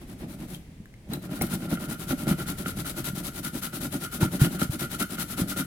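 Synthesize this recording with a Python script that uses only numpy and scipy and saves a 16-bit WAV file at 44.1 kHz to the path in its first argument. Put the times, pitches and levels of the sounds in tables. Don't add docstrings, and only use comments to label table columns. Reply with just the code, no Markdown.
import sys
import numpy as np
from scipy import signal
from scipy.fft import rfft, irfft
from scipy.io import wavfile
from scipy.ndimage import uniform_filter1d

SR = 44100
rng = np.random.default_rng(int(sys.argv[2]) if len(sys.argv) > 2 else 0)


def store_wav(level_fs):
    pcm = np.round(np.clip(np.atleast_2d(level_fs), -1, 1) * 32767)
    wavfile.write(sys.argv[1], SR, pcm.T.astype(np.int16))


def level_to_linear(level):
    exponent = np.asarray(level, float) / 20
    return 10 ** exponent


N = 249606
TIME = np.arange(N) / SR

# centre_hz, width_hz, level_db
BENCH_MODES = [(63, 31, -12), (108, 34, -9), (140, 36, -1), (185, 40.9, 1), (250.6, 37.8, -2),
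               (286.2, 42.6, -3), (344.3, 72.6, -9.5), (589, 73, -18.5), (756, 134, -27)]


def noise(channels):
    return rng.standard_normal((channels, N))


def unit(x):
    return x / np.sqrt(np.mean(x ** 2))


def colour(x, hz, db):
    bins = np.log(np.arange(N // 2 + 1) * SR / N + 1)
    gain = level_to_linear(np.interp(bins, np.log(hz), db))
    return irfft(rfft(x) * gain, N)


def ring(x, modes):
    out = 0
    for k, (centre_hz, width_hz, level_db) in enumerate(modes):
        b, a = signal.iirpeak(centre_hz, centre_hz / width_hz, SR)
        out = out + (-1) ** k * level_to_linear(level_db) * signal.lfilter(b, a, x)
    return out


def wander(rate_hz, channels):
    k = int(SR / rate_hz)
    held = np.repeat(rng.standard_normal((channels, N // k + 1)), k, axis=1)[:, :N]
    return unit(uniform_filter1d(uniform_filter1d(held, k), k))


def add(out, start_s, burst):
    i = int(start_s * SR)
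    out[..., i:i + burst.shape[-1]] += burst[..., :N - i]


def struck(hz, t60_ms):
    t = TIME[:SR // 5]
    return np.sin(2 * np.pi * hz * t) * level_to_linear(-60 * t / (t60_ms / 1000))


def apart(x, own, share, lag):
    share = np.clip(share, 0, 1)
    return np.sqrt(1 - share) * np.array([np.roll(x, lag), x]) + np.sqrt(share) * own


def effort(part, edge_db, flat, wider):
    # full_speed_s, rise_ms, fall_ms, tear_db, bench_db, slat_db
    stroke_table = [(0.016, 10.8, 29, -55.5, -41, -69), (0.113, 34.3, 32, -49.5, -40, -68),
                    (0.22, 34, 35.2, -52, -38, -64), (0.313, 34, 40.8, -47.5, -39.5, -62),
                    (0.425, 36.3, 33.7, -49, -36.5, -65), (0.536, 53, 34, -43, -37, -67),
                    (1.137, 41.5, 33, -45, -32.5, -57.5), (1.245, 28.3, 29, -45.5, -34.5, -56),
                    (1.345, 41.2, 47, -42, -31.5, -49.5), (1.425, 20, 50, -38, -29, -45),
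                    (1.536, 36.6, 24.9, -36.5, -28.5, -39), (1.636, 37, 33, -41.5, -31.5, -50),
                    (1.726, 31, 32, -34.5, -30, -40.5), (1.827, 34.1, 34.6, -38.5, -33.5, -46),
                    (1.917, 29.5, 28.8, -35.5, -30.5, -43), (2.018, 29.8, 35.7, -38, -31, -44),
                    (2.11, 33.3, 26, -32, -26, -40), (2.211, 35.2, 36.9, -40, -32.5, -46.5),
                    (2.308, 36.4, 26.9, -31.5, -25, -38), (2.405, 27.3, 34.8, -37, -32.5, -40.5),
                    (2.493, 29.2, 30, -33.5, -35, -41.5), (2.602, 26.7, 33, -38, -37, -45),
                    (2.687, 29.1, 29.9, -34, -35.5, -41), (2.792, 29, 29.5, -35.5, -35.5, -46.5),
                    (2.881, 30.2, 34.7, -32.5, -33, -40.5), (2.985, 27, 34.8, -35.5, -35, -42),
                    (3.071, 26.7, 30, -31, -33, -38.5), (3.179, 29.2, 33.7, -36, -33.5, -46.5),
                    (3.265, 27.7, 30.5, -32.5, -33.5, -41.5), (3.382, 42, 23, -35.5, -35.5, -49),
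                    (3.457, 26.9, 33, -32.5, -35.5, -41), (3.568, 34, 30.6, -34.5, -33.5, -48),
                    (3.648, 26, 28, -30.5, -36.5, -38), (3.752, 24, 32.7, -34, -34.5, -42.5),
                    (3.838, 29, 32.2, -30, -30, -42), (3.94, 25, 42, -36, -30.5, -41),
                    (4.034, 29.2, 31.3, -32.5, -33, -39.5), (4.144, 28.7, 35.7, -34, -36, -43),
                    (4.232, 27.3, 30, -30, -24, -36.5), (4.346, 34.5, 31.6, -35.5, -32, -47),
                    (4.426, 25.6, 38.8, -27.5, -22, -34), (4.54, 31, 29.3, -37.5, -32.5, -51),
                    (4.625, 30.9, 24, -29, -26.5, -35), (4.736, 27.9, 27.6, -34, -30, -45.5),
                    (4.817, 24.7, 38, -31.5, -32.5, -37.5), (4.933, 29.4, 31, -33, -33.5, -39),
                    (5.015, 24.9, 22.7, -29, -29.5, -35), (5.128, 32.1, 29.9, -34, -32, -46),
                    (5.209, 28, 28.9, -30.5, -31.5, -39), (5.321, 37.7, 25.7, -34, -37.5, -42),
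                    (5.395, 21.5, 32.2, -29, -28.5, -37.5), (5.506, 27.1, 31, -33, -31.5, -40.5),
                    (5.59, 25.1, 30.3, -29.5, -30.5, -38)]
    power = np.full(N, 1e-14)
    for full_speed_s, rise_ms, fall_ms, tear_db, bench_db, slat_db in stroke_table:
        level_db = {"speed": 0, "tear": tear_db, "bench": bench_db, "slat": slat_db}[part]
        i, j = max(int((full_speed_s - .12) * SR), 0), int((full_speed_s + .12) * SR)
        t = TIME[i:j] - full_speed_s
        place = np.abs(t) / np.where(t < 0, rise_ms, fall_ms) * 1000 / wider
        power[i:j] += level_to_linear(2 * (level_db + edge_db * place ** flat))
    return np.sqrt(power)


def teeth():
    full_speed_teeth_hz = 330.8
    speed = np.clip(effort("speed", edge_db=-5.0, flat=2.1, wider=1.), .2, 1.2)
    unevenness = 1 + .25 * wander(150, channels=1)[0]
    phase = np.cumsum(full_speed_teeth_hz * speed * unevenness) / SR
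    bite = np.diff(np.floor(phase), prepend=0)
    size = level_to_linear(4.2 * rng.standard_normal(N)) * (1 + 0.64 * rng.standard_normal(N))
    return bite * size / np.sqrt(speed), phase % 1


def bench_shaking(shake, judder):
    push = shake * judder * effort("bench", edge_db=-6, flat=1.94, wider=1.016)
    body = ring(push, BENCH_MODES) / np.std(ring(shake[0], BENCH_MODES))
    own = colour(body[1:], [100, 300, 800], [-9, -5, 7])
    return apart(body[0], own, share=0.08, lag=4)


def slat_ringing(shake, judder):
    # centre_hz, width_hz, level_db
    slat_modes = [(1254, 70, -8), (1364, 74, 1), (1427, 74, 1), (2100, 270, -16), (3050, 130, -13)]
    push = shake * judder * effort("slat", edge_db=-4.5, flat=2.05, wider=0.96)
    tone = ring(push, slat_modes) / np.std(ring(shake[0], slat_modes))
    own = ring(noise(channels=2) * np.abs(tone[0]), slat_modes[1:3]) * 9
    ports_db = np.array([[-1], [.8]])
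    return apart(tone[0], own, share=0.18, lag=5) * level_to_linear(ports_db)


def fibre_tearing(phase, judder):
    # centre_hz, left_db, right_db
    tear_spectrum = [(694, 11, 8), (990, 11.5, 4.5), (2030, 9, 8.5), (3020, 12.5, 4), (3860, 13.5, 10.5),
                     (5200, 8.5, 7), (7500, 11, 5.5), (9000, 14.5, 3), (10940, 18, 2.5), (13300, 14, 0.5),
                     (16300, 6, -7)]
    hz, *ports_db = np.transpose(tear_spectrum)
    gate = 1 + .5 * np.exp(-phase / 0.21)
    fibres = noise(channels=2) * gate * level_to_linear(1.72 * wander(400, channels=1))
    fibres = fibres * effort("tear", edge_db=-8, flat=3.36, wider=0.97) * judder ** 0.49
    tear = np.array([colour(x, [300, *hz], [-20, *db]) for x, db in zip(fibres, ports_db)])
    return tear * level_to_linear(-12.5)


def blade_rasp(judder):
    rasp = noise(channels=2) * judder * effort("bench", edge_db=-11.5, flat=2.8, wider=0.95)
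    return colour(rasp, [300, 800, 2500, 5000, 9000], [-17, -5, -11, -18.5, -35]) * level_to_linear(3)


def sawing():
    bites, phase = teeth()
    shake = unit(bites) + 0.72 * noise(channels=3)
    judder = level_to_linear(2.46 * wander(45, channels=3))
    body = bench_shaking(shake, judder[0]) + slat_ringing(shake, judder[1])
    return body + fibre_tearing(phase, judder[2]) + blade_rasp(judder[0])


def knocks():
    # start_s, peak_db, ring_hz, t60_ms, push_ms
    jam_table = [(.8, -25.5, 190, 39, 2.4), (1.098, -18.5, 200, 40.4, 2.8), (1.415, -14.5, 262, 30, 1.17),
                 (1.537, -22, 200, 56, 2.6), (1.725, -21.5, 185, 95, 2.51), (2.105, -16.5, 205, 72, 2.49),
                 (2.311, -15.5, 185, 109.7, 2.5), (3.132, -23, 199.9, 90, 2.525),
                 (3.95, -16.5, 279.9, 56.4, 2.106), (4.227, -10, 124.5, 67.5, 2.6),
                 (4.24, -21, 140, 77, 1.5), (4.415, -4, 140, 90, 3.2), (4.43, -22, 154, 54, 2.5),
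                 (4.694, -14.5, 132, 49.2, 2.7), (5.012, -23, 188.4, 58, 2.5),
                 (5.417, -13, 189.4, 57.8, 2.12)]
    out, pushes = np.zeros(N), np.zeros(N)
    for start_s, peak_db, ring_hz, t60_ms, push_ms in jam_table:
        push = np.hanning(int(push_ms * SR / 1000) + 2)
        push = push / push.sum()
        add(out, start_s, level_to_linear(peak_db) * np.convolve(struck(ring_hz, t60_ms), push))
        add(pushes, start_s, level_to_linear(peak_db) * push)
    out = out + level_to_linear(17) * ring(pushes, BENCH_MODES)
    return np.array([np.roll(out, 4), out])


def clinks():
    # pitch_hz, t60_ms
    steel_modes = [(4000, 37), (9150, 55), (10270, 30), (12160, 47), (12700, 55)]
    # start_s, then peak_db of each steel mode
    clink_table = [
        (.545, -60, -44, -60, -60, -52),
        (1.135, -25.5, -37, -46, -38, -31),
        (1.365, -46, -47, -52, -50, -43),
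        (1.39, -48, -43, -55, -55, -50),
        (1.42, -30, -23.5, -24, -19, -34),
        (1.538, -46, -29.5, -35, -44, -34),
    ]
    out = np.zeros(N)
    for start_s, *modes_db in clink_table:
        crack = rng.standard_normal(SR // 5) * level_to_linear(-60 * TIME[:SR // 5] / 0.015 + max(modes_db))
        add(out, start_s, np.diff(crack, prepend=0))
        for (pitch_hz, t60_ms), peak_db in zip(steel_modes, modes_db):
            add(out, start_s, level_to_linear(peak_db) * struck(pitch_hz, t60_ms))
    return out


def ticks():
    # start_s, peak_db, ring_hz, t60_ms
    tick_table = [
        (.114, -39, 10500, 6),
        (.308, -38, 12000, 5.6),
        (0.547, -31, 3230, 15),
        (.857, -39, 1701, 12),
        (.94, -42.5, 2100, 19.8),
        (1.412, -22, 2151, 24.4),
        (1.414, -19, 738, 23),
        (4.231, -21, 900, 31),
        (4.447, -20.5, 2902, 19.9),
    ]
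    out = np.zeros(N)
    for start_s, peak_db, ring_hz, t60_ms in tick_table:
        rough = 1 + .5 * rng.standard_normal(SR // 5)
        add(out, start_s, level_to_linear(peak_db) * struck(ring_hz, t60_ms) * rough)
    return out


def treble_left(x):
    return np.array([np.roll(x, 5), colour(x, [2000, 6000, 12000], [-1, -4, -12])])


def room_tone():
    # pitch_hz, density_db (per Hz)
    room_spectrum = [(12, -35), (20, -4.5), (126, -4), (166, -5), (393, -18), (478, -18), (581, -19.5),
                     (1410, -32.5), (2090, -29.5), (2610, -33), (4550, -38), (10500, -40.5), (15500, -48)]
    hz, db = np.transpose(room_spectrum)
    mid, *own = noise(channels=3)
    shared = colour(mid, [300, 2000], [0, -20])
    both = shared + colour(np.array(own), [30, 150, 2000], [-9, -18, 0])
    swell = level_to_linear(2.0 * wander(5, channels=1))
    tone = colour(both * swell, hz, db)
    left = colour(tone[0], [5000, 10000], [0, 3])
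    right = colour(tone[1], [5000, 10000], [0, -6])
    return unit(np.array([left, right])) * level_to_linear(-43.5)


def walls(near):
    t = TIME[:SR // 3]
    tail = rng.standard_normal((2, SR // 3)) * level_to_linear(-60 * t / 0.27) * (t > .004)
    tail = tail / np.linalg.norm(tail[0])
    return signal.fftconvolve(colour(near, [200, 1000], [-12, 0]), tail, axes=1)[:, :N]


def scene():
    near = sawing() + knocks() + treble_left(clinks() + ticks())
    return near + level_to_linear(-10) * walls(near) + room_tone()


def roll_off(x):
    return signal.sosfilt(signal.butter(12, 16370, fs=SR, output="sos"), x)


def record(dry):
    thin = signal.sosfilt(signal.butter(1, 22, "high", fs=SR, output="sos"), dry)
    return roll_off(thin)


dry = scene()
out = record(dry)
store_wav(out)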